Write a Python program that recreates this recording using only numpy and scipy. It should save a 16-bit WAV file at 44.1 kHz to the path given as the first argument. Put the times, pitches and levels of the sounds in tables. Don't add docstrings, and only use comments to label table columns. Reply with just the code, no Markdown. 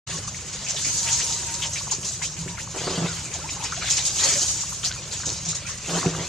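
import sys
import numpy as np
from scipy import signal
from scipy.fft import rfft, irfft
from scipy.io import wavfile
from scipy.ndimage import uniform_filter1d

SR = 44100
rng = np.random.default_rng(int(sys.argv[2]) if len(sys.argv) > 2 else 0)


def unload_wav(signal):
    wavfile.write(
        sys.argv[1],
        SR,
        np.round(np.clip(np.atleast_2d(signal).T, -1, 1) * 32767).astype(np.int16),
    )


N = 276948

# time_s, fizz_db, slosh_db, gurgle_db
STIRRING = [(.08, -36, -35.5, -46), (.3, -38, -48, -49.5), (.6, -35, -39.5, -49), (.88, -26, -44, -44.5),
            (1.12, -23, -34.5, -46.5), (1.45, -30, -41, -46.5), (2.0, -36, -48, -48),
            (2.7, -38.5, -50, -51), (2.8, -35, -34.5, -65), (3.14, -32, -35.5, -54),
            (3.3, -35.5, -45, -44.5), (3.76, -35, -37, -46.5), (3.92, -27.5, -34, -54),
            (4.14, -28.5, -38, -44.5), (4.25, -21, -25, -41), (4.42, -22.5, -39, -42.5),
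            (4.75, -33.5, -44.5, -53), (5.05, -37, -42.5, -47.5), (5.8, -39.5, -44.5, -52),
            (5.97, -28, -34, -33), (6.15, -35.5, -39.5, -43), (6.28, -32, -38, -47)]
# (per Hz, relative)
FIZZ_SPECTRUM = [(2060, -28), (3500, -17.5), (3940, -14), (5520, -7), (6660, 0), (7450, -3), (9630, -18.5),
                 (15600, -43)]
# (per Hz, relative)
SLOSH_SPECTRUM = [(300, -10.5), (800, -3.5), (1500, -1.5), (2500, 2.5), (3800, 3), (5000, 2.5), (7000, -22),
                  (15000, -70)]
# start_s, level_db (before dulling), length_s
SQUIRTS = [(0.098, -37.5, 0.16), (0.274, -30.5, 0.018), (0.528, -33.5, 0.018), (0.684, -27.5, 0.042),
           (0.847, -28, .047), (0.927, -29, 0.051), (1.126, -31, 0.087), (1.538, -27, 0.026),
           (1.63, -59, 0.033), (1.73, -34, 0.11), (1.91, -20.5, 0.047), (2.046, -27, 0.08),
           (2.115, -34.5, 0.065), (2.221, -25.5, 0.061), (2.387, -40, .04), (2.486, -48, 0.025),
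           (2.586, -42, .05), (3.336, -26, .035), (3.502, -30.5, 0.027), (3.635, -28, 0.024),
           (3.899, -20, 0.044), (3.965, -21.5, 0.027), (4.051, -20, 0.042), (4.155, -32, 0.045),
           (4.232, -24, .029), (4.285, -21.5, 0.02), (4.413, -28.5, .037), (4.48, -24, 0.054),
           (4.57, -27, 0.056), (4.725, -31, 0.043), (4.842, -24, 0.022), (5.119, -32.5, 0.1),
           (5.255, -29, 0.12), (5.45, -28.5, 0.049), (5.483, -24, 0.042), (5.548, -24.5, 0.035),
           (5.664, -32.5, 0.092), (5.774, -34, 0.013)]
# (per Hz, relative)
YARD_SPECTRUM = [(12, -44), (20, -20), (69, 3), (135, 4), (166, 2), (264, -16.5), (318, -26), (484, -21.5),
                 (561, -13), (768, -25.5), (988, -16), (1930, -23), (3000, -16.5), (3900, -44),
                 (6600, -120)]
# start_s, level_db, mouth_resonance_hz, length_s,
# resonance_glide_factor (above 1 rises, below 1 falls)
TONGUE_STROKES = [(0.088, -32, 1950, 0.04, 1.1), (0.664, -23, 2630, 0.051, 1.1),
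                  (0.763, -18.5, 3580, 0.054, 1.1), (0.842, -23.5, 2430, 0.077, 1.2),
                  (1.066, -21.5, 2650, 0.049, 1.3), (1.201, -20.5, 4330, 0.061, 9.8),
                  (1.322, -16.5, 4330, 0.024, 1.1), (1.483, -29, 2310, 0.039, 1),
                  (1.582, -29, 4470, 0.043, 1.4), (1.6194, -15, 3040, 0.042, 0.99),
                  (1.756, -18.5, 2360, 0.028, 1.1), (1.779, -23, 4400, 0.035, 0.97),
                  (1.895, -28, 3500, 0.036, 2.1), (2.029, -29, 3180, 0.04, 1.3),
                  (2.216, -21.5, 2620, 0.06, 1.85), (2.365, -27.5, 2520, 0.022, 0.91),
                  (2.476, -25, 2770, 0.029, 3), (2.578, -27, 2060, 0.048, 4.1),
                  (2.77, -35, 3800, 0.043, 1.4), (2.893, -23, 4570, 0.044, 1.4),
                  (3.312, -30, 2300, 0.058, 0.95), (3.488, -24.5, 2960, 0.024, 2.1),
                  (3.612, -27, 3350, 0.035, 1.8), (3.641, -23.5, 2440, 0.038, 1.8),
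                  (3.811, -28, 1850, 0.11, 1.6), (3.856, -19, 3720, 0.062, 1.4),
                  (3.93, -27, 2420, 0.043, 0.98), (3.979, -16, 2960, 0.022, 2), (4.185, -18, 3920, 0.05, 2),
                  (4.831, -20, 3750, 0.039, 2.1), (4.846, -11.5, 4970, 0.045, 1.3),
                  (5.026, -38, 4070, 0.022, 1.1), (5.111, -23.5, 3670, 0.056, 0.67),
                  (5.5, -38, 3960, 0.04, 1), (5.67, -30, 1840, 0.091, 1.1), (5.888, -26.5, 2700, 0.02, 1.3),
                  (5.965, -31, 1580, 0.03, 1.3), (6.059, -25.5, 2580, 0.019, 1.2)]
# start_s, hold_s, rasp_db, drone_db
SCRAPES = [(0.104, 0.026, -56, -38), (2.379, 0.021, -69, -31.5), (2.454, 0.042, -50, -36.5),
           (2.737, 0.027, -32, -46), (2.8, 0.04, -37.5, -41), (2.859, 0.075, -30.5, -39),
           (2.973, 0.069, -29.5, -30), (3.084, 0.055, -44, -40), (4.19, 0.11, -49, -61),
           (5.26, 0.035, -39.5, -52), (5.456, 0.021, -42.5, -33.5), (5.875, 0.054, -32.5, -34.5),
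           (5.926, 0.036, -28.5, -32), (6.032, 0.009, -28.5, -40), (6.065, 0.01, -39.5, -27),
           (6.107, 0.036, -37.5, -35), (6.175, .04, -35.5, -37)]
# freq_hz, level_db, t60_s (at damping 1)
TUB_MODES = [(176, -8.5, 0.065), (281, -19, 0.081), (376, -12, 0.054), (471, -22, 0.1), (695, -21, 0.05),
             (970, -25, 0.06)]
# (per Hz, relative)
GRIT_SPECTRUM = [(150, -15), (350, 3), (800, -1.5), (1600, -6.5), (3500, -38), (8000, -16), (15000, -85)]
# start_s, level_db, pitch_hz, length_s, glide_factor
SQUEAKS = [(.124, -36.5, 1116, 0.041, 0.97), (.73, -37, 590, 0.025, 1.25), (2.489, -43.5, 930, 0.16, 0.91),
           (3.08, -36, 1400, 0.062, 0.84), (3.2495, -41, 2420, 0.053, 0.9), (3.344, -37, 746, .035, 0.61),
           (3.385, -35, 516, 0.037, 1.26), (3.412, -37.5, 1390, 0.02, 0.96),
           (3.434, -33.5, 900, 0.031, 1.27), (3.483, -42, 1000, 0.041, 0.89), (3.595, -37, 860, .03, 1.02),
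           (3.765, -36, 680, .026, 1.37), (3.839, -31, 650, 0.017, 0.88), (4.23, -34.5, 539, 0.074, 1.05),
           (4.35, -35, 560, 0.042, 1.02), (4.907, -34.5, 1540, 0.019, 1.1), (5.4735, -38, 3920, 0.11, 1.02),
           (5.647, -39, 1420, .036, 1.07), (5.6544, -35, 2470, .036, 1.1), (6.1923, -36, 2130, 0.041, 1.06)]
# start_s, level_db, pitch_hz, length_s
POPS = [(0.278, -25, 1110, 0.009), (0.345, -27.5, 2170, 0.013), (0.386, -34, 2300, 0.032),
        (1.651, -30, 920, 0.015), (1.809, -29, 1040, 0.012), (1.869, -25.5, 1030, 0.018),
        (1.916, -27, 900, 0.016), (1.919, -26.5, 905, 0.024), (2.216, -28, 1010, 0.013),
        (2.573, -29, 2180, 0.018), (2.673, -27.5, 1040, 0.0073), (3.563, -28, 945, 0.021),
        (3.625, -23.5, 910, 0.027), (3.722, -18.5, 1420, 0.018), (3.822, -23, 1310, 0.013),
        (3.884, -25, 1520, 0.014), (4.634, -29.5, 1080, 0.013), (4.721, -29.5, 1070, 0.014),
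        (4.836, -27, 1330, 0.0098), (4.961, -30, 1260, 0.0056), (5.2, -27.5, 1220, 0.0091),
        (5.234, -25, 1410, 0.014), (5.53, -31, 1310, 0.019), (5.69, -30.5, 1220, 0.029),
        (5.967, -23, 1330, 0.009), (6.028, -17, 1180, 0.0075), (6.046, -25, 784, 0.016),
        (6.148, -25, 1230, 0.0086)]
# time_s, pitch_hz, level_db
WHISTLE_DIPS = [(.86, 945, -56), (1.085, 915, -40), (1.315, 925, -42), (1.52, 920, -40), (1.67, 922, -43),
                (1.82, 885, -62)]
# start_s, level_db, damping_factor
BUMPS = [(0.868, -15.5, 4.8), (1.984, -18.5, 1.4), (2.391, -34, 0.97), (2.461, -17.5, 0.51),
         (2.755, -23, 1.1), (2.895, -18, 0.59), (2.977, -13, .71), (3.02, -8.5, 1.2), (3.043, -6, 1.6),
         (4.127, -27.5, 1.5), (4.362, -25, 0.91), (5.272, -15.5, 2.1), (5.89, -19, 1.1), (6.06, -1, 0.53),
         (6.185, -12, 1.5), (6.208, -14, 2.5)]
# start_s, level_db, pitch_hz
LIP_SNAPS = [(1.628, -24, 3400), (3.722, -22, 5000), (4.2724, -19, 6600), (4.2921, -16, 6600),
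             (4.9154, -15.5, 3520), (4.9247, -16, 4200), (5.2829, -13, 6400), (5.292, -14, 4170),
             (5.3026, -9.5, 5770)]
# freq_hz, correlation (0 to 1)
PORT_LIKENESS = [(30, .68), (60, .86), (130, .985), (300, .96), (700, .87), (1500, .83), (3100, .74),
                 (6800, .44), (10000, .3), (15000, .5)]
# freq_hz, lead_rad
PORT_LEAD = [(0, 0), (1000, .05), (5000, .3), (7750, .8), (9650, 2.6), (11300, 3.1), (15300, 3.8)]
# freq_hz, balance_db
PORT_BALANCE = [(60, -0.5), (250, -1.4), (1000, 1), (4000, .6), (9000, -0.4)]

WAKE_FIZZ_DB, WAKE_SLOSH_DB = -26.5, -22.5
WAKE_RISE_S, WAKE_LENGTH_S = 0.014, 0.048
WAKE_SLOSH_DB_PER_OCTAVE = -13.5
SQUIRT_TOP_HZ, SQUIRT_RISE_S = 9200, 0.002
YARD_DB = -39.5
STROKE_CREST_DB, POP_CREST_DB, SQUEAK_CREST_DB = 12, 10, 3
SCRAPE_RISE_S, SCRAPE_FALL_S = 0.01, 0.032
WHISTLE_LIFT_HZ, WHISTLE_FADE_DB = 40, -5
SNAP_RISE_S, SNAP_DECAY_S = 0.0001, 0.0003
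START_S, START_RAMP_S = 0.07, 0.011
BAND_EDGE_HZ = 15600


def gain_of(db):
    return 10 ** (np.asarray(db) / 20)


def evened(x):
    return x / np.sqrt(np.mean(x ** 2) + 1e-20)


def smoothed(x, width):
    return uniform_filter1d(uniform_filter1d(x, width), width)


def read(points, hz):
    table_hz, value = np.transpose(points)
    return np.interp(np.log(hz + 1), np.log(table_hz + 1), value)


def add(mix, start_s, sound):
    part = mix[..., round(start_s * SR):][..., :sound.shape[-1]]
    part += sound[..., :part.shape[-1]]


def coloured(x, spectrum):
    gain = gain_of(read(spectrum, np.fft.rfftfreq(len(x), 1 / SR)))
    return evened(irfft(rfft(x) * gain, len(x)))


def resonate(x, hz, width_hz):
    turn = np.exp(2j * np.pi * np.cumsum(hz * np.ones(len(x))) / SR)
    pole = np.exp(-np.pi * width_hz / SR)
    baseband = signal.lfilter([1 - pole], [1, -pole], x / turn + 1e-18)
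    return 2 * (turn * baseband).real


def crackle(count, per_s, spread_db, clump_db, clump_s):
    size = gain_of(spread_db * np.minimum(rng.exponential(1, count), 4)) * rng.choice([-1., 1.], count)
    clumps = evened(smoothed(rng.standard_normal(count), max(round(clump_s * SR), 1)))
    struck = rng.random(count) < per_s / SR
    return evened(size * struck * gain_of(clump_db * clumps))


def burst(length_s, rise_s):
    t = np.arange(round(4 * length_s * SR) + 64) / SR
    shape = (1 - np.exp(-t / rise_s)) * np.exp(-(t / length_s) ** 2.47)
    return t, shape / shape.max()


def spatters(rows, per_s, rise_s, width_share, glide=None):
    out = np.zeros(N)
    for start_s, level_db, hz, length_s, *own_glide in rows:
        t, shape = (part[:8192] for part in burst(length_s, rise_s))
        spatter = crackle(8192, per_s, 3.0, 0.61, 0.0011)[:len(t)]
        spatter[round(rise_s * SR)] += 12
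        factor = glide or own_glide[0]
        centre_hz = np.clip(hz * factor ** (t / length_s - 0.5), 300, 9000)
        width_hz = width_share * hz
        once = resonate(spatter, centre_hz, width_hz)
        twice = evened(resonate(once, centre_hz, width_hz))
        add(out, start_s, gain_of(level_db) * shape * twice)
    return out


def stirred(column, wake_db=None, tilt_db=0):
    rows = np.array(STIRRING)
    level = gain_of(np.interp(np.arange(N) / SR, rows[:, 0], rows[:, column]))
    wake = burst(WAKE_LENGTH_S, WAKE_RISE_S)[1]
    for start_s, level_db, hz, *_ in TONGUE_STROKES if wake_db else []:
        tilt = tilt_db * np.log2(hz / 2500)
        add(level, start_s, gain_of(level_db + wake_db + tilt) * wake)
    return level


def patchy(x, patch_db):
    z = signal.stft(x, nperseg=512, noverlap=384)[2]
    patches = rng.standard_normal(z.shape[::-1]).T
    patches = uniform_filter1d(patches, size=3, axis=0)
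    patches = evened(uniform_filter1d(patches, size=12, axis=1))
    return evened(signal.istft(z * gain_of(patch_db * patches), nperseg=512, noverlap=384)[1][:N])


def fizz_and_slosh():
    fine_level = stirred(column=1, wake_db=WAKE_FIZZ_DB)
    coarse_level = stirred(column=2, wake_db=WAKE_SLOSH_DB, tilt_db=WAKE_SLOSH_DB_PER_OCTAVE)
    squirt_level = np.zeros(N)
    for start_s, level_db, length_s in SQUIRTS:
        add(squirt_level, start_s, gain_of(level_db) * burst(length_s, SQUIRT_RISE_S)[1])
    low = crackle(N, 14000, 3.4, 1.64, 0.022)
    high = crackle(N, 14000, 0.6, 3.1, 0.021)
    top = signal.butter(4, 8000, "high", fs=SR, output="sos")
    blend = low + signal.sosfiltfilt(top, high - low)
    fine = patchy(coloured(blend, FIZZ_SPECTRUM), 2.6)
    coarse = patchy(coloured(crackle(N, 7000, 1.9, 1.2, 0.015), SLOSH_SPECTRUM), 3.9)
    dull = signal.sosfiltfilt(signal.butter(1, SQUIRT_TOP_HZ, fs=SR, output="sos"), fine)
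    return fine * fine_level + dull * squirt_level + coarse * coarse_level


def gurgle():
    out = np.zeros(N)
    for hz in np.geomspace(280, 2200, 14):
        cycles = hz * np.arange(2000) / SR
        tone = np.sin(2 * np.pi * cycles * (1 + 0.01245 * cycles))
        bubble = tone * np.exp(-cycles / 5.2) * (1 - np.exp(-cycles / 0.067))
        strikes = crackle(N, 40, 3.0, 2.5, 0.02)
        out += (hz / 600) ** 0.3 * signal.oaconvolve(strikes, bubble)[:N]
    return stirred(column=3) * evened(out)


def yard():
    swell = evened(smoothed(rng.standard_normal(N), 4000))
    return gain_of(YARD_DB + 0.55 * swell) * coloured(rng.standard_normal(N), YARD_SPECTRUM)


def tongue_strokes():
    return gain_of(-STROKE_CREST_DB) * spatters(TONGUE_STROKES, 6000, 0.0026, 0.37)


def scraping():
    out = np.zeros((2, N))
    for start_s, hold_s, rasp_db, drone_db in SCRAPES:
        t = np.arange(0, SCRAPE_RISE_S + hold_s + 4 * SCRAPE_FALL_S, 1 / SR)
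        rise = np.minimum(t / SCRAPE_RISE_S, 1) ** 2
        fall = np.exp(-(np.maximum(t - SCRAPE_RISE_S - hold_s, 0) / SCRAPE_FALL_S) ** 2)
        add(out, start_s, gain_of([[rasp_db], [drone_db]]) * rise * fall)
    return out


def ring(damping):
    t = np.arange(SR // 4) / SR
    return sum(gain_of(db - 60 * damping * t / t60_s) * np.sin(2 * np.pi * hz * t)
               for hz, db, t60_s in TUB_MODES)


def scrape_rasp():
    slips = crackle(N, 1800, 0.39, 1.96, 0.012)
    boom = evened(signal.oaconvolve(np.diff(slips, prepend=0), ring(0.48))[:N])
    grit = coloured(slips, GRIT_SPECTRUM)
    return scraping()[0] * (gain_of(-11) * boom + gain_of(-3) * grit)


def scrape_drone():
    waver = evened(smoothed(rng.standard_normal(N), 900))
    pitch_hz = 165 + 4.28 * waver
    return scraping()[1] * np.sqrt(2) * np.sin(2 * np.pi * np.cumsum(pitch_hz) / SR)


def squeaks():
    return gain_of(-SQUEAK_CREST_DB) * spatters(SQUEAKS, 3000, 0.00283, 0.085)


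def bubble_pops():
    return gain_of(-POP_CREST_DB) * spatters(POPS, 2500, 0.00093, 0.3, glide=1.08)


def whistle():
    dip_s, dip_hz, dip_db = np.transpose(WHISTLE_DIPS)
    t, out = np.arange(dip_s[0], dip_s[-1], 1 / SR), np.zeros(N)
    lift = np.sin(np.pi * np.interp(t, dip_s, np.arange(len(dip_s)))) ** 2
    pitch_hz = np.interp(t, dip_s, dip_hz) + WHISTLE_LIFT_HZ * lift
    tone = np.sqrt(2) * np.sin(2 * np.pi * np.cumsum(pitch_hz) / SR)
    blur = evened(resonate(rng.standard_normal(len(t)), pitch_hz, 21))
    level = gain_of(np.interp(t, dip_s, dip_db) + WHISTLE_FADE_DB * lift)
    add(out, dip_s[0], (0.8 * tone + 0.25 * blur) * level * signal.windows.tukey(len(t), 0.1))
    return out


def tub_bumps():
    out, t = np.zeros(N), np.arange(2000) / SR
    push = t * np.exp(-2 * np.pi * 600 * t)
    for start_s, level_db, damping in BUMPS:
        add(out, start_s, -gain_of(level_db) * signal.oaconvolve(push / push.sum(), ring(damping)))
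    return signal.sosfilt(signal.butter(4, 115, "high", fs=SR, output="sos"), out)


def lip_snaps():
    out, t = np.zeros(N), np.arange(400) / SR
    shape = np.exp(-t / SNAP_DECAY_S) * (1 - np.exp(-t / SNAP_RISE_S))
    shape /= shape.max()
    for start_s, level_db, hz in LIP_SNAPS:
        add(out, start_s, gain_of(level_db) * shape * np.sin(2 * np.pi * hz * t))
    return out


def ports(common, independent):
    hz = np.fft.rfftfreq(N, 1 / SR)
    angle = np.arccos(np.clip(read(PORT_LIKENESS, hz), 0, 1)) / 2
    half = np.exp(0.5j * read(PORT_LEAD, hz)) * gain_of(read(PORT_BALANCE, hz) / 2)
    shared = np.cos(angle) * rfft(common)
    apart = np.sin(angle) * rfft(independent)
    return irfft(np.array([(shared + apart) * half, (shared - apart) / half]), N)


def noisy_sources():
    mouth = tongue_strokes() + squeaks() + bubble_pops()
    return fizz_and_slosh() + gurgle() + yard() + mouth + scrape_rasp()


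def scene():
    common, independent = noisy_sources(), noisy_sources()
    common += scrape_drone() + whistle() + tub_bumps() + lip_snaps()
    return ports(common, independent)


def record(dry):
    ramp = np.clip((np.arange(N) / SR - START_S) / START_RAMP_S + 0.5, 0, 1)
    lowpass = signal.firwin(511, BAND_EDGE_HZ, window=("kaiser", 9), fs=SR)
    return signal.oaconvolve(dry * ramp ** 2, lowpass[None], "same")


dry = scene()
out = record(dry)
unload_wav(out)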